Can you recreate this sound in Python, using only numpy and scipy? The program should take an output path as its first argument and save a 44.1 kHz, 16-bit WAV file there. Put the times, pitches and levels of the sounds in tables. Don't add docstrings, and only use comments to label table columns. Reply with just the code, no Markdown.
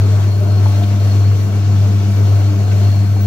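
import sys
import numpy as np
from scipy import signal
from scipy.fft import rfft, irfft, next_fast_len
from scipy.io import wavfile
from scipy.ndimage import uniform_filter1d, map_coordinates

SR = 44100
rng = np.random.default_rng(int(sys.argv[2]) if len(sys.argv) > 2 else 0)


def generate_wav(signal):
    frames = np.transpose(np.atleast_2d(signal))
    scaled = np.clip(frames, -1, 1) * 32767
    pcm = np.round(scaled).astype(np.int16)
    wavfile.write(sys.argv[1], SR, pcm)


def volts(x):
    e = np.asarray(x, float) / 20
    return 10 ** e


N = 143766

# t/s, hum level/dB, octave level/dB
MAGNETIC_PULL = [(0.1, -10, -36.5), (0.32, -12, -40.5), (0.39, -13, -31.5), (0.66, -9, -35),
                 (0.69, -10.5, -34), (0.9, -12.5, -32.5), (1.28, -9, -39), (1.47, -15, -32),
                 (1.75, -10, -34.5), (1.77, -9.5, -38.5), (2.1, -13, -30.5), (2.17, -10.5, -44),
                 (2.25, -10, -34), (2.32, -9, -46), (2.6, -13, -31.5), (2.89, -9, -37), (2.94, -11, -37),
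                 (3.15, -12, -33.5)]
# multiple of the hum, level/dB, left minus right/dB
HUM_OVERTONES = [(4, -40.5, 20)]
# multiple of the rotor rate, level/dB, left minus right/dB
ROTOR_LINES = [(21, -56.5, 7), (27, -49.5, -2), (29, -52, 9)]
# t/s, third overtone level/dB, frame mode level/dB, slot line level/dB, lid mode level/dB
FRAME_STRAIN = [(0.0, -51, -40, -45, -44), (0.04, -37, -24, -51, -53), (0.14, -39, -44, -40, -31),
                (0.24, -59, -31, -46, -38), (0.56, -32.5, -42, -48, -36), (0.6, -40, -32, -47, -58),
                (0.68, -36, -43, -38, -34.5), (1.71, -41, -43, -45.5, -54), (1.76, -26, -40, -53, -50),
                (1.82, -59, -33, -35, -39), (1.95, -36.5, -55, -41.5, -54), (2.21, -40, -31, -48, -48),
                (2.45, -37.5, -54, -44, -33), (2.55, -32, -42, -57, -58), (2.65, -49, -46, -55, -42),
                (2.83, -43.5, -34.5, -36, -41), (3.11, -38.5, -54, -48, -55), (3.26, -45, -47, -34, -48)]
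# order, level/dB
MESH_ORDERS = [(2, -43), (3, -31.5), (4, -40), (5, -47.5), (8, -43.5), (9, -46), (10, -98)]
# t/s, cutting level/dB, bearing level/dB, air level/dB, frame shake level/dB
MACHINE_LOAD = [(0.05, -37, -43.5, -55, -23), (0.23, -33, -60, -51.5, -39), (0.29, -39, -39, -56, -29),
                (0.41, -39.5, -54, -52, -23), (0.51, -37.5, -42, -55, -21.5), (0.7, -33, -48.5, -51.5, -32),
                (1.0, -37.5, -55, -55, -30.5), (1.03, -32.5, -44, -53, -31.5),
                (1.36, -37, -55.5, -54, -29.5), (2.08, -35, -54, -54, -31.5), (2.13, -35, -50, -52, -40),
                (2.21, -35, -61, -53.5, -15.5), (2.25, -36, -47, -53.5, -28), (2.43, -34, -48, -53, -31),
                (2.56, -38, -58, -55.5, -26), (2.84, -32.5, -47, -53, -29.5), (2.91, -34, -43, -52, -40.5),
                (3.15, -40.5, -48.5, -54.5, -31)]
# f/Hz, level/dB
RUMBLE_COLOUR = [(20, -120), (30, -9.5), (70, -17.5), (115, -3), (140, 1.5), (165, -6.5), (190, -1),
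                 (240, -9), (300, -120)]
# f/Hz, level/dB
ROAR_COLOUR = [(150, -120), (240, -3.5), (310, -1.5), (430, -5.5), (550, -12), (620, -4.5), (720, -6),
               (800, -12), (1500, -14), (1750, -120)]
# f/Hz, level/dB
HISS_COLOUR = [(1200, -120), (1600, 0.5), (2400, -1.5), (4000, -3), (5000, -5), (6000, -3), (7600, -8),
               (8600, -22.5), (10000, -120)]
# f/Hz, level/dB
AIR_COLOUR = [(6000, -120), (8000, -1.5), (9400, -3.5), (10200, -0.5), (11500, -4), (12300, 0), (14600, -1),
              (15750, 2)]
PANEL_HZ = [860, 1100, 1330, 1535, 2290, 2772, 4530, 5820, 10185, 14060]
# bandwidth/Hz, level/dB
PANEL_RINGS = [(77, -53), (60, -49), (80, -49.5), (45, -48), (170, -51), (55, -53.5), (90, -57.5),
               (260, -54.5), (80, -63), (150, -62)]
# f/Hz, bandwidth/Hz, level/dB
ROOM_MODES = [(137.5, 4.7, -47), (180.3, 3.5, -39), (228, 6.4, -49.5), (248.3, 3.1, -45.5),
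              (409, 12, -54.5), (440.4, 7.7, -42.5), (499, 42, -45), (602.5, 11, -50)]
# f/Hz, bandwidth/Hz, level/dB
CROSS_MODE = (163, 8, -47)
# f/Hz, coherence
COHERENCE = [(30, .93), (130, .995), (290, .85), (640, .65), (1410, .3), (3100, .3), (6820, .25),
             (15000, .3)]
# f/Hz, left minus right/dB
LEFT_LEAN = [(60, 1.3), (140, 1.8), (220, 3.5), (380, 5.5), (700, 4.5), (1290, 5.5), (2380, 3.5), (5000, 6),
             (9000, 2), (15000, 1.5)]
# t/s, duration/s, level/dB, f/Hz
SLIDES = [
    (.12, .17, -38, 1150),
    (0.803, 0.063, -40, 3240),
    (3.1, 0.1, -47, 2037),
    (1.077, 0.086, -50, 1200),
    (1.6, 0.13, -52, 1300),
    (2.303, 0.16, -50, 1200),
]
# t/s, peak level/dB, f/Hz
KNOCKS = [(0.196, -32, 960), (.658, -20, 860), (.82, -26, 666), (0.835, -31, 3180), (.77, -34, 640),
          (.873, -35, 700), (0.57, -30, 301), (1.068, -30, 401), (2.158, -28, 385), (2.677, -31, 716),
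          (2.737, -19, 393), (1.312, -27.5, 1450), (1.755, -31, 1350), (1.85, -24.5, 696),
          (2.715, -30.5, 2200), (2.88, -29, 690), (3.164, -26, 750)]

HUM_HZ, HUM_PEAK_S = 99.96, -.0013
ROTOR_HZ, CUTTER_HZ = 24.99, 1.79
MESH_HZ, MESH_PEAK_S = 35.89, -.00024
WHINE_HZ = 4275
PORT_LAG_S = .00017


def unit(x):
    return x / np.sqrt(np.mean(x ** 2) + 1e-20)


def along(points, hz):
    f, v = np.transpose(points)
    return np.interp(np.log(hz + 1), np.log(f + 1), v)


def curves(rows):
    s, *cols = np.transpose(rows)
    t = np.arange(N) / SR
    return [uniform_filter1d(np.interp(t, s, c), size=2000) for c in cols]


def wobble(rate):
    knots = rng.standard_normal(int(N * rate / SR) + 4)
    return map_coordinates(knots, [np.arange(N) * rate / SR])


def filtered(x, response):
    m = next_fast_len(N + 8192)
    return irfft(rfft(x, m) * response(np.fft.rfftfreq(m, 1 / SR)), m)[..., :N]


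def tone(cycles, pan_db, lead):
    half = np.array([[.5], [-.5]])
    return np.sqrt(2) * volts(pan_db * half) * np.cos(2 * np.pi * cycles + lead * half)


def rush(gain, patchy_db=0):
    z = signal.stft(rng.standard_normal((2, N)), nperseg=512)[2]
    field = rng.standard_normal(z.shape[1:])
    field = uniform_filter1d(uniform_filter1d(field, size=6, axis=0), size=10, axis=1)
    pair = signal.istft(z * volts(patchy_db * unit(field)), nperseg=512)[1][:, :N]

    def mid_side_gain(hz):
        turn = np.arccos(np.clip(along(COHERENCE, hz), -1, 1)) / 2
        return gain(hz) * np.array([np.cos(turn), np.sin(turn)])

    def placing(hz):
        lean = volts(along(LEFT_LEAN, hz) * [[.5], [-.5]])
        quarter_at_most = np.minimum(hz * PORT_LAG_S, 1 / 4)
        return lean * np.exp(1j * np.pi * quarter_at_most * [[1], [-1]])

    mid, side = filtered(pair, mid_side_gain)
    return unit(filtered(np.array([mid + side, mid - side]), placing))


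def ringing(modes, patchy_db):
    hz, width, db = np.transpose(modes)[..., None]

    def gain(f):
        power = volts(db) ** 2 / width / (1 + (2 * (f - hz) / width) ** 2) ** 2
        return np.sqrt(np.sum(power, axis=0))

    return np.linalg.norm(volts(db)) * rush(gain, patchy_db=patchy_db)


def load():
    cut_db, bearing_db, air_db, shake_db = curves(MACHINE_LOAD)
    t = np.arange(N) / SR
    return t, cut_db - cut_db.mean(), bearing_db, air_db - air_db.mean(), shake_db - shake_db.mean()


def motor():
    t, (hum_db, octave_db) = np.arange(N) / SR, curves(MAGNETIC_PULL)
    shake_db = load()[4]
    cycles = HUM_HZ * (t - HUM_PEAK_S)
    out = volts(hum_db) * tone(cycles, 1.9, .18)
    waver_db, drift = 3 * wobble(22), .05 * wobble(8)
    out += volts(octave_db + 3.5 + waver_db) * tone(2 * cycles + drift, 4.5, 0.069)
    for k, db, pan_db in HUM_OVERTONES:
        level_db = hum_db.mean() + db + 4.2 * wobble(5.7) + 1.1 * shake_db
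        out += volts(level_db) * tone(k * cycles + 0.22 * wobble(7.0), pan_db, 0.43)
    for k, db, pan_db in ROTOR_LINES:
        flutter_db = 2.5 * wobble(7)
        out += volts(db + flutter_db) * tone(k * ROTOR_HZ * t + rng.random(), pan_db, 0.22)
    return out


def strain():
    t, (third_db, frame_db, slot_db, lid_db) = np.arange(N) / SR, curves(FRAME_STRAIN)
    third_cycles = 3 * HUM_HZ * (t - HUM_PEAK_S) + .1 * wobble(10)
    slot_cycles = 28 * ROTOR_HZ * t + .1 * wobble(10)
    out = volts(third_db - 0.5 + 3.5 * wobble(22)) * tone(third_cycles, 3.3, 0.25)
    out += volts(slot_db - 3.5 + 3.5 * wobble(18)) * tone(slot_cycles, 2.5, 0.31)
    out += volts(lid_db) * ringing([(606, 27, -1)], patchy_db=1)
    return out + volts(frame_db) * ringing([(387, 62, -1.5)], patchy_db=3)


def gears():
    t, out = np.arange(N) / SR, 0
    for k, db in MESH_ORDERS:
        swell_db = 3.5 * np.cos(2 * np.pi * (CUTTER_HZ * t + rng.random()))
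        if k == 3:
            swell_db = 0
        out = out + volts(db + swell_db) * tone(k * MESH_HZ * (t - MESH_PEAK_S), 0.61 * k, .08)
    return out


def cutters():
    t, cut_db, _, air_db, shake_db = load()
    beat = np.cos(2 * np.pi * ROTOR_HZ * t)

    def noise(colour, patchy_db=0):
        return rush(lambda hz: volts(along(colour, hz)), patchy_db)

    rumble_db = -32 + 0.65 * wobble(2.2)
    roar_db = -33 + .5 * cut_db + 0.29 * shake_db + 1.0 * wobble(21) + 0.27 * beat
    hiss_db = -38.5 + 0.53 * cut_db + 0.15 * wobble(1.93) + 0.59 * wobble(18) + 0.39 * beat
    cooling_db = -44.5 + 1.1 * air_db + .6 * wobble(10) + .6 * beat
    out = volts(rumble_db) * noise(RUMBLE_COLOUR)
    out += volts(roar_db) * noise(ROAR_COLOUR, 0.8)
    out += volts(hiss_db) * noise(HISS_COLOUR, 1.1)
    out += volts(cooling_db) * noise(AIR_COLOUR, 1.6)
    out += volts(0.5 * cut_db) * ringing(np.c_[PANEL_HZ, PANEL_RINGS], patchy_db=2)
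    out += volts(0.38 * shake_db) * ringing(ROOM_MODES, patchy_db=3.0)
    return out + ringing([CROSS_MODE], patchy_db=-7)[0] * [[1.3], [-.7]]


def bearing():
    t, _, bearing_db, *_ = load()
    line = volts(3 * wobble(15)) * tone(WHINE_HZ * t + .15 * wobble(15), 4, 1.5)
    sideband_cycles = (WHINE_HZ + 2 * ROTOR_HZ) * t + .2 * wobble(20)
    line += volts(-5 + 3 * wobble(15)) * tone(sideband_cycles, 4, 1.5)
    fuzz = ringing([(WHINE_HZ + 10, 130, 0)], patchy_db=2.5)
    mean_db = bearing_db.mean()
    level_db = mean_db + 1.0 + .65 * (bearing_db - mean_db)
    return volts(level_db) * (volts(-5.5) * line + fuzz)


def rattle(count=500, size=2048):
    u, g = rng.random((count, 2)), rng.standard_normal((count, 2))
    hz, t = 1225 * np.exp(0.398 * g[:, :1]), np.arange(size) / SR
    size_db = -2.5 * np.log(np.clip(u[:, 1:], 1 / 10, 1))
    decay_db = 60 * t * hz / 45
    rings = volts(size_db - decay_db) * np.sin(2 * np.pi * hz * t) * 1000 / hz
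    at = ((u[:, :1] * N).astype(int) + np.arange(size)).ravel()
    pair = []
    for side in (1, -1):
        placed = rings * volts(side * (1.0 + 4.0 * g[:, 1:]))
        pair.append(np.bincount(at, placed.ravel(), N + size)[:N])
    return volts(-45.5 + 1.0 * load()[1]) * unit(np.array(pair))


def rustles():
    t, out = np.arange(N) / SR, 0
    for s, length, db, hz in SLIDES:
        swell = np.sin(np.pi * np.clip((t - s) / length, 0, 1)) ** 2
        grain = volts(db + 2 * wobble(150))
        out = out + swell * grain * rush(lambda f: np.exp(-(np.log((f + 1) / hz) / 0.45) ** 2))
    return out


def knocks(size=8192):
    age, f = np.arange(size) / SR, np.fft.rfftfreq(size, 1 / SR)
    out = np.zeros((2, N + size))
    t60_s, rise_s = .07, .0008
    for s, db, hz in KNOCKS:
        shape = volts(db + 2 - 60 * age / t60_s) * (1 - np.exp(-age / rise_s))
        band = 1 / (1 + ((f - hz) / (0.3 * hz)) ** 2)
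        puff = unit(irfft(rfft(rng.standard_normal((2, size))) * band, size))
        pitch = 0.49 * (hz < 900) * tone(hz * age, 4.0, 0.43)
        start = round(s * SR)
        out[:, start:start + size] += shape * (pitch + 0.65 * volts([[2], [-2]]) * puff)
    return out[:, :N]


def hand():
    t = np.arange(N) / SR
    u = np.clip((t - 3.2) / 0.06, 0, 1)
    squeak = volts(-37) * tone(15650 * t + .1 * wobble(60), 2, .5)
    rustle = volts(-52) * rush(lambda f: np.exp(-((f - 13300) / 700) ** 2))
    return np.sin(np.pi * u ** .7) ** 2 * squeak + u * rustle


def scene():
    return motor() + strain() + gears() + cutters() + bearing() + rattle() + rustles() + knocks() + hand()


def top_cut(x):
    return signal.sosfilt(signal.butter(12, 15730, fs=SR, output="sos"), x)


def record(dry):
    mix = filtered(dry, lambda hz: hz < 15740)
    return top_cut(mix)


dry = scene()
out = record(dry)
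generate_wav(out)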